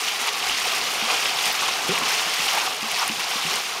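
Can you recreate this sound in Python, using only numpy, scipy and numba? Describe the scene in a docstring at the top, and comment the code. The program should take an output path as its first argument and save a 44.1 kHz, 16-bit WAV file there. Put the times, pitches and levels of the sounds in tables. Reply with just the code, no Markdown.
"""Water wells up around a manhole cover and falls back on the street in uneven surges, over a low rumble.
From the start, clouds of short-lived bubbles make the slosh, the splash and the fine spray.
Soon single drops smack out of them, droplets tick, slabs of water slap down and large bubbles plop.
From half a second on, big air pockets now and then gulp under the cover and ring the shaft,
two of them strongest together midway; at the very end the surges sink."""
import sys
import numpy as np
from scipy import signal
from scipy.fft import rfft, irfft
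from scipy.io import wavfile
from scipy.ndimage import map_coordinates
from numba import njit

SR = 44100
rng = np.random.default_rng(int(sys.argv[2]) if len(sys.argv) > 2 else 0)


def output_pcm(signal):
    """Save a mono or channel-first signal as 16-bit PCM at the path in sys.argv[1].

    Samples are clipped to [-1, 1] before scaling.
    """
    pcm = np.clip(np.atleast_2d(signal).T, -1, 1) * 32767
    wavfile.write(sys.argv[1], SR, np.round(pcm).astype(np.int16))


N = 167580


def undb(db):
    """Decibels to gain."""
    return 10 ** (np.asarray(db) / 20)


def unit(x):
    """Scale to rms 1."""
    return x / np.sqrt(np.mean(x ** 2))


def walk(rate):
    """Smooth random wander with rms 1, through `rate` random knots per second."""
    knots = rng.standard_normal(4096)
    return unit(map_coordinates(knots, [np.arange(N) / SR * rate], order=2, mode="mirror"))


def highpass(x, hz):
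    """Steep cut of the lows."""
    return signal.sosfilt(signal.butter(3, hz, "highpass", fs=SR, output="sos"), x)


def colour(x, points):
    """Minimum-phase filter whose gain runs through (f/Hz, level/dB) points."""
    point_hz, point_db = np.array(points, float).T
    size = 4096
    hz = np.maximum(np.arange(size // 2 + 1) * SR / size, 1)
    gain_db = np.interp(np.log(hz), np.log(point_hz), point_db)
    # Folding the cepstrum onto positive time makes the filter causal
    cepstrum = irfft(np.log(undb(gain_db)))
    cepstrum[1:size // 2] *= 2
    cepstrum[size // 2 + 1:] = 0
    impulse = irfft(np.exp(rfft(cepstrum)))
    return signal.fftconvolve(x, impulse)[:N]


@njit
def ring(start, hz, size, t60, rise):
    """Sum of damped sines, each rising by the share `rise` of its pitch per second and cut at its t60."""
    out = np.zeros(N)
    for k in range(len(start)):
        w = 2 * np.pi * hz[k] / SR
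        step = np.exp(1j * w - np.log(1000) / (t60[k] * SR))
        glide = np.exp(1j * w * rise[k] / SR)
        z = size[k] + 0j
        first = max(int(start[k] * SR), 0)
        for i in range(first, min(N, first + int(t60[k] * SR))):
            out[i] += z.imag
            z *= step
            step *= glide
    return out


# Colour of the falling water: f/Hz, level/dB (filter gain)
WATER_COLOUR = [(100, -8.5), (200, -12.5), (320, -11.5), (440, -5.5), (600, -8.5), (745, 1), (900, -2.5),
                (1120, 0), (1700, -7), (2200, -5.5), (2750, -4), (3900, -8), (5300, -8.5), (7000, -14),
                (8500, -17.5), (12000, -23.5), (14000, -24.5), (15700, -31)]
# Swarms of like-sized bubbles: spread of strength, changes per second, size classes in a cloud
SWARM_DB, SWARM_PER_S, SWARM_SIZES = 1.5, 45, 3.88


def cloud(lo_hz, hi_hz, per_s, cycles, scatter_db, glide, flutter_db, flutter_rate, wash_db):
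    """Ringing bubbles of random size that come in clumps, over a noise wash of those too small to tell apart."""
    when, pitch, life, strength = rng.random((int(per_s * N / SR), 4)).T
    start = when * N / SR
    hz = lo_hz * (hi_hz / lo_hz) ** pitch
    t60 = cycles * 2 ** (2 * life - 1) / hz  # half to twice the given cycles
    rarity = -np.log(np.maximum(strength, .02))  # few bubbles are strong
    swarm_grid = rng.standard_normal((512, 16))  # time by size
    swarm = map_coordinates(swarm_grid, [start * SWARM_PER_S, pitch * SWARM_SIZES], order=1, mode="mirror")
    size = undb(scatter_db * rarity + SWARM_DB * swarm) * np.sqrt(hz / t60)
    bubbles = ring(start, hz, size, t60, glide / t60)
    band = signal.butter(3, [lo_hz, hi_hz], "bandpass", fs=SR, output="sos")
    wash = signal.sosfilt(band, rng.standard_normal(N))
    mix = unit(bubbles) + undb(wash_db) * unit(wash)
    water = colour(highpass(mix, lo_hz / 2), WATER_COLOUR)
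    return unit(water * undb(flutter_db * walk(flutter_rate)))


# Surges of the overflow, before the trims below: t/s, splash level/dB, slosh level/dB, spray level/dB
SURGE_LEVELS = [(0.0, -28, -29, -36.5), (0.04, -26, -32.5, -35.5), (0.18, -27, -33, -38.5),
                (0.22, -26, -29, -34), (0.28, -24, -31, -37), (0.32, -29, -32, -40),
                (0.5, -25, -29.5, -34.5), (0.54, -26.5, -32.5, -37), (0.68, -24, -27.5, -34.5),
                (0.86, -26, -29, -37), (0.96, -26.5, -28, -34.5), (1.06, -26.5, -30, -39),
                (1.1, -22, -25, -32.5), (1.2, -25.5, -29, -35.8), (1.26, -23.5, -28, -35),
                (1.36, -27.5, -30, -38), (1.4, -24.5, -30.5, -34), (1.48, -22, -25.5, -32),
                (1.54, -27, -32, -37.5), (1.62, -24, -28.5, -35.5), (1.8, -27, -30, -37.0),
                (1.98, -24.5, -27.5, -35.5), (2.02, -26, -26, -37.5), (2.1, -22.5, -26.5, -32),
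                (2.24, -25, -29, -36), (2.38, -25, -31, -34), (2.42, -24, -28.5, -33.5),
                (2.52, -23, -29, -34), (2.58, -23, -26.5, -34.5), (2.78, -31, -31, -40.5),
                (2.92, -26.5, -30.5, -38), (3.02, -24.5, -33, -34.5), (3.06, -27, -29.5, -37),
                (3.14, -28.5, -33.5, -38.5), (3.32, -25.5, -30.5, -35.5), (3.4, -26.5, -31, -37),
                (3.5, -25.5, -31.5, -35), (3.56, -25, -27.5, -36), (3.62, -28.5, -33, -38.5),
                (3.79, -31.2, -32, -42)]
# Trim of each kind of bubble on top of its surge level
SPLASH_DB, SLOSH_DB, SPRAY_DB, GURGLE_DB = -0.39, -2.04, 1.9, -18
PATTER_DB = -10.5  # separate drops, against the splash


def overflow():
    """Surges drive deep slosh, gurgle, bright splash, patter and spray; the water sheet breaks up unevenly."""
    t = np.arange(N) / SR
    rows = np.array(SURGE_LEVELS)
    splash_db, slosh_db, spray_db = (np.interp(t, rows[:, 0], col) for col in rows[:, 1:].T)
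    slosh = cloud(lo_hz=382.6, hi_hz=1750, per_s=900, cycles=22.3, scatter_db=0.46,
                  glide=0.095, flutter_db=0.5, flutter_rate=15, wash_db=-5.5)
    splash = cloud(lo_hz=1757, hi_hz=7080, per_s=2800, cycles=19.5, scatter_db=1.27,
                   glide=0.18, flutter_db=0.71, flutter_rate=95, wash_db=-3)
    patter = cloud(lo_hz=1997, hi_hz=3740, per_s=130, cycles=19, scatter_db=0.0,
                   glide=0.12, flutter_db=1.5, flutter_rate=39, wash_db=-2)
    spray = cloud(lo_hz=7240, hi_hz=15700, per_s=2500, cycles=13.5, scatter_db=1.0,
                  glide=.05, flutter_db=1.0, flutter_rate=93, wash_db=-4.0)
    gurgle = cloud(lo_hz=153.3, hi_hz=420, per_s=200, cycles=20, scatter_db=1.5,
                   glide=0.23, flutter_db=2, flutter_rate=7.5, wash_db=-5)
    breakup = undb(0.55 * walk(80))
    bright = (splash + undb(PATTER_DB) * patter) * undb(splash_db + SPLASH_DB)
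    bright += spray * undb(spray_db + SPRAY_DB)
    deep = (slosh * undb(SLOSH_DB) + gurgle * undb(GURGLE_DB)) * undb(slosh_db)
    return breakup * bright + deep


# Air pockets: t/s, f/Hz at the start, starting level/dB, life/s, share by which the pitch has risen at the burst
AIR_POCKETS = [(0.489, 214, -43, 0.026, 0.14), (1.024, 218, -32.5, 0.047, 0.28),
               (1.465, 212, -36, 0.019, .1), (1.892, 177, -27, 0.043, 0.34),
               (1.892, 371.6, -21.5, 0.046, 0.46), (2.02, 245, -29, 0.021, .1),
               (2.269, 200, -39, 0.018, .1), (2.394, 193, -36.5, .024, 0.03),
               (2.828, 218, -32.5, 0.051, 0.077), (3.097, 219, -29.5, 0.039, 0.13),
               (3.098, 330, -40, .033, 0.34), (3.357, 220, -35, 0.019, .1), (3.45, 165, -32.5, .047, 0.025),
               (3.517, 386, -31.5, 0.025, 0.16)]
GULP_FADE_DB = 10  # loss over the life of a pocket
WOBBLE_DB, WOBBLE_PER_S = 0.5, 130  # a pocket changes shape as it rises
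# The push that opens each gulp: level and pitch ratio against the pocket's
THUD_DB, THUD_T60_S, THUD_RATIO = -0.5, 0.053, 1.3
SHAFT_HZ, SHAFT_T60_S, SHAFT_DB = 177.7, 0.98, -22.5  # air column in the shaft, level against the pocket's
GULP_LOW_HZ = 141  # the gulps radiate little below this


def gulps():
    """Air pockets open with a thud, hold their note, whoop upward and burst; they wake the shaft's air."""
    t, pockets = np.arange(N) / SR, np.zeros(N)
    wobble_db = WOBBLE_DB * walk(WOBBLE_PER_S)
    for at, hz, db, life, rise in AIR_POCKETS:
        age = np.clip((t - at) / life, 0, 2)  # 1 at the burst
        phase = 2 * np.pi * hz * life * (age + rise * age ** 4 / 4)  # pitch rises with age cubed
        burst = np.exp(-age ** 8)
        pockets += undb(db - GULP_FADE_DB * age + wobble_db) * burst * np.sin(phase)
    start, hz, db = np.array(AIR_POCKETS, float).T[:3].copy()
    same = np.ones(len(start))
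    thuds = ring(start, hz * THUD_RATIO, undb(db + THUD_DB), THUD_T60_S * same, 0 * same)
    shaft = ring(start, SHAFT_HZ * same, undb(db + SHAFT_DB), SHAFT_T60_S * same, 0 * same)
    return highpass(pockets + thuds + shaft, GULP_LOW_HZ)


# Single drops that smack close by: t/s, f/Hz at the peak, peak level/dB
SMACKING_DROPS = [(.083, 2660, -13.5), (.427, 2760, -16), (0.496, 2770, -14.5), (1.014, 2530, -16),
                  (1.107, 2650, -15), (1.226, 2850, -16), (1.256, 2600, -11.5), (1.388, 3380, -15),
                  (1.978, 2230, -13.5), (2.035, 2770, -16), (2.487, 2860, -16), (2.991, 5200, -17),
                  (2.996, 5260, -16), (3.094, 2770, -15.5), (3.119, 2420, -19), (3.513, 2630, -19)]
DROP_PEAK_S, DROP_CHIRP = 0.001, .07  # swell time of a smack; share by which its pitch rises in that time


def drops():
    """Heavy drops land with a rising sine that swells and dies within a few milliseconds."""
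    t, out = np.arange(N) / SR, np.zeros(N)
    for at, hz, db in SMACKING_DROPS:
        age = np.clip((t - at) / DROP_PEAK_S, 0, 10)  # 1 at the peak
        swell = (age * np.exp(1 - age)) ** 2
        cycles = hz * DROP_PEAK_S * age * (1 + DROP_CHIRP * (age / 2 - 1))
        out += undb(db) * swell * np.sin(2 * np.pi * cycles)
    return out


# Slabs of water that slap down: t/s of the middle, centre f/Hz, level/dB, length/s (Gaussian sigma)
WATER_SLABS = [(0.277, 1010, -27, 0.012), (1.145, 2700, -27, .012), (1.235, 2670, -31, 0.018),
               (1.628, 1120, -23.5, 0.0061), (2.545, 830, -28, 0.0099), (2.575, 810, -23.5, 0.0072),
               (2.992, 1060, -28, 0.013), (3.024, 1060, -23, 0.011)]
SLAP_WIDTH = 1.27  # ratio of band edge to centre


def slaps():
    """A slab of water hits the pool: a narrow band of noise swells and fades like a burst of like-sized bubbles."""
    t, out = np.arange(N) / SR, np.zeros(N)
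    for at, hz, db, length in WATER_SLABS:
        band = signal.butter(2, [hz / SLAP_WIDTH, hz * SLAP_WIDTH], "bandpass", fs=SR, output="sos")
        noise = unit(signal.sosfilt(band, rng.standard_normal(N)))
        out += undb(db) * noise * np.exp(-.5 * ((t - at) / length) ** 2)
    return out


# Large bubbles: t/s, f/Hz at the start, starting level/dB
LARGE_BUBBLES = [(.813, 724, -30), (1.073, 530, -32), (1.499, 742, -23), (1.686, 1050, -18.5),
                 (2.934, 695, -25), (3.559, 468, -35)]
PLOP_CYCLES, PLOP_GLIDE = 48, 0.17  # starting-pitch cycles until silence, and share of pitch rise over them


def plops():
    """Single large bubbles ring out above the slosh as damped, rising sines."""
    start, hz, db = np.array(LARGE_BUBBLES, float).T.copy()
    t60 = PLOP_CYCLES / hz
    return ring(start, hz, undb(db), t60, PLOP_GLIDE / t60)


# Droplets that tick on the street: t/s, centre f/Hz, level/dB at the onset
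STREET_TICKS = [(.272, 8500, -25), (.394, 9000, -31), (.599, 8000, -25), (1.526, 13000, -27),
                (1.883, 7500, -22), (1.985, 7600, -20), (2.532, 10000, -23), (2.916, 9500, -22),
                (3.078, 9400, -20.5), (3.557, 8500, -22.5)]
TICK_WIDTH_HZ, TICK_DECAY_S = 2000, .0026  # decay to 1/e


def ticks():
    """Flung droplets shatter on the street: band noise starts sharply and decays at once."""
    t, out = np.arange(N) / SR, np.zeros(N)
    for at, hz, db in STREET_TICKS:
        peak = signal.iirpeak(hz, hz / TICK_WIDTH_HZ, fs=SR)
        crack = unit(signal.lfilter(*peak, rng.standard_normal(N)))
        out += undb(db) * crack * (t >= at) * np.exp(-np.abs(t - at) / TICK_DECAY_S)
    return out


# Colour of the rumble: f/Hz, relative level/dB per Hz
RUMBLE_COLOUR = [(20, -3), (50, 1), (130, -8), (250, 2.5), (600, -34.5)]
# Heaving of the flow: t/s, level/dB
RUMBLE_HEAVE = [(0, -66), (.4, -67), (0.499, -47), (.6, -64), (1.4, -66), (1.501, -48), (1.58, -64),
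                (1.91, -57), (2.36, -62), (2.46, -48), (2.55, -67), (3.8, -67)]


def flow_rumble():
    """Low noise of the flow, heaving up and down in level."""
    heave_db = np.interp(np.arange(N) / SR, *np.array(RUMBLE_HEAVE).T)
    return undb(heave_db) * unit(colour(rng.standard_normal(N), RUMBLE_COLOUR))


def scene():
    """The overflow with its gulps, drops, slaps, plops and ticks, over the low rumble of the flow."""
    return (overflow() + gulps() + drops() + slaps() + plops() + ticks() + flow_rumble())[None]


NOTCH_HZ, NOTCH_Q = 7710, 29
TOP_HZ = 15750


def record(dry):
    """One narrow notch in the treble, then a steep cut of the top."""
    notched = signal.lfilter(*signal.iirnotch(NOTCH_HZ, NOTCH_Q, fs=SR), dry)
    return signal.sosfilt(signal.ellip(12, .2, 80, TOP_HZ, fs=SR, output="sos"), notched)


dry = scene()
out = record(dry)
output_pcm(out)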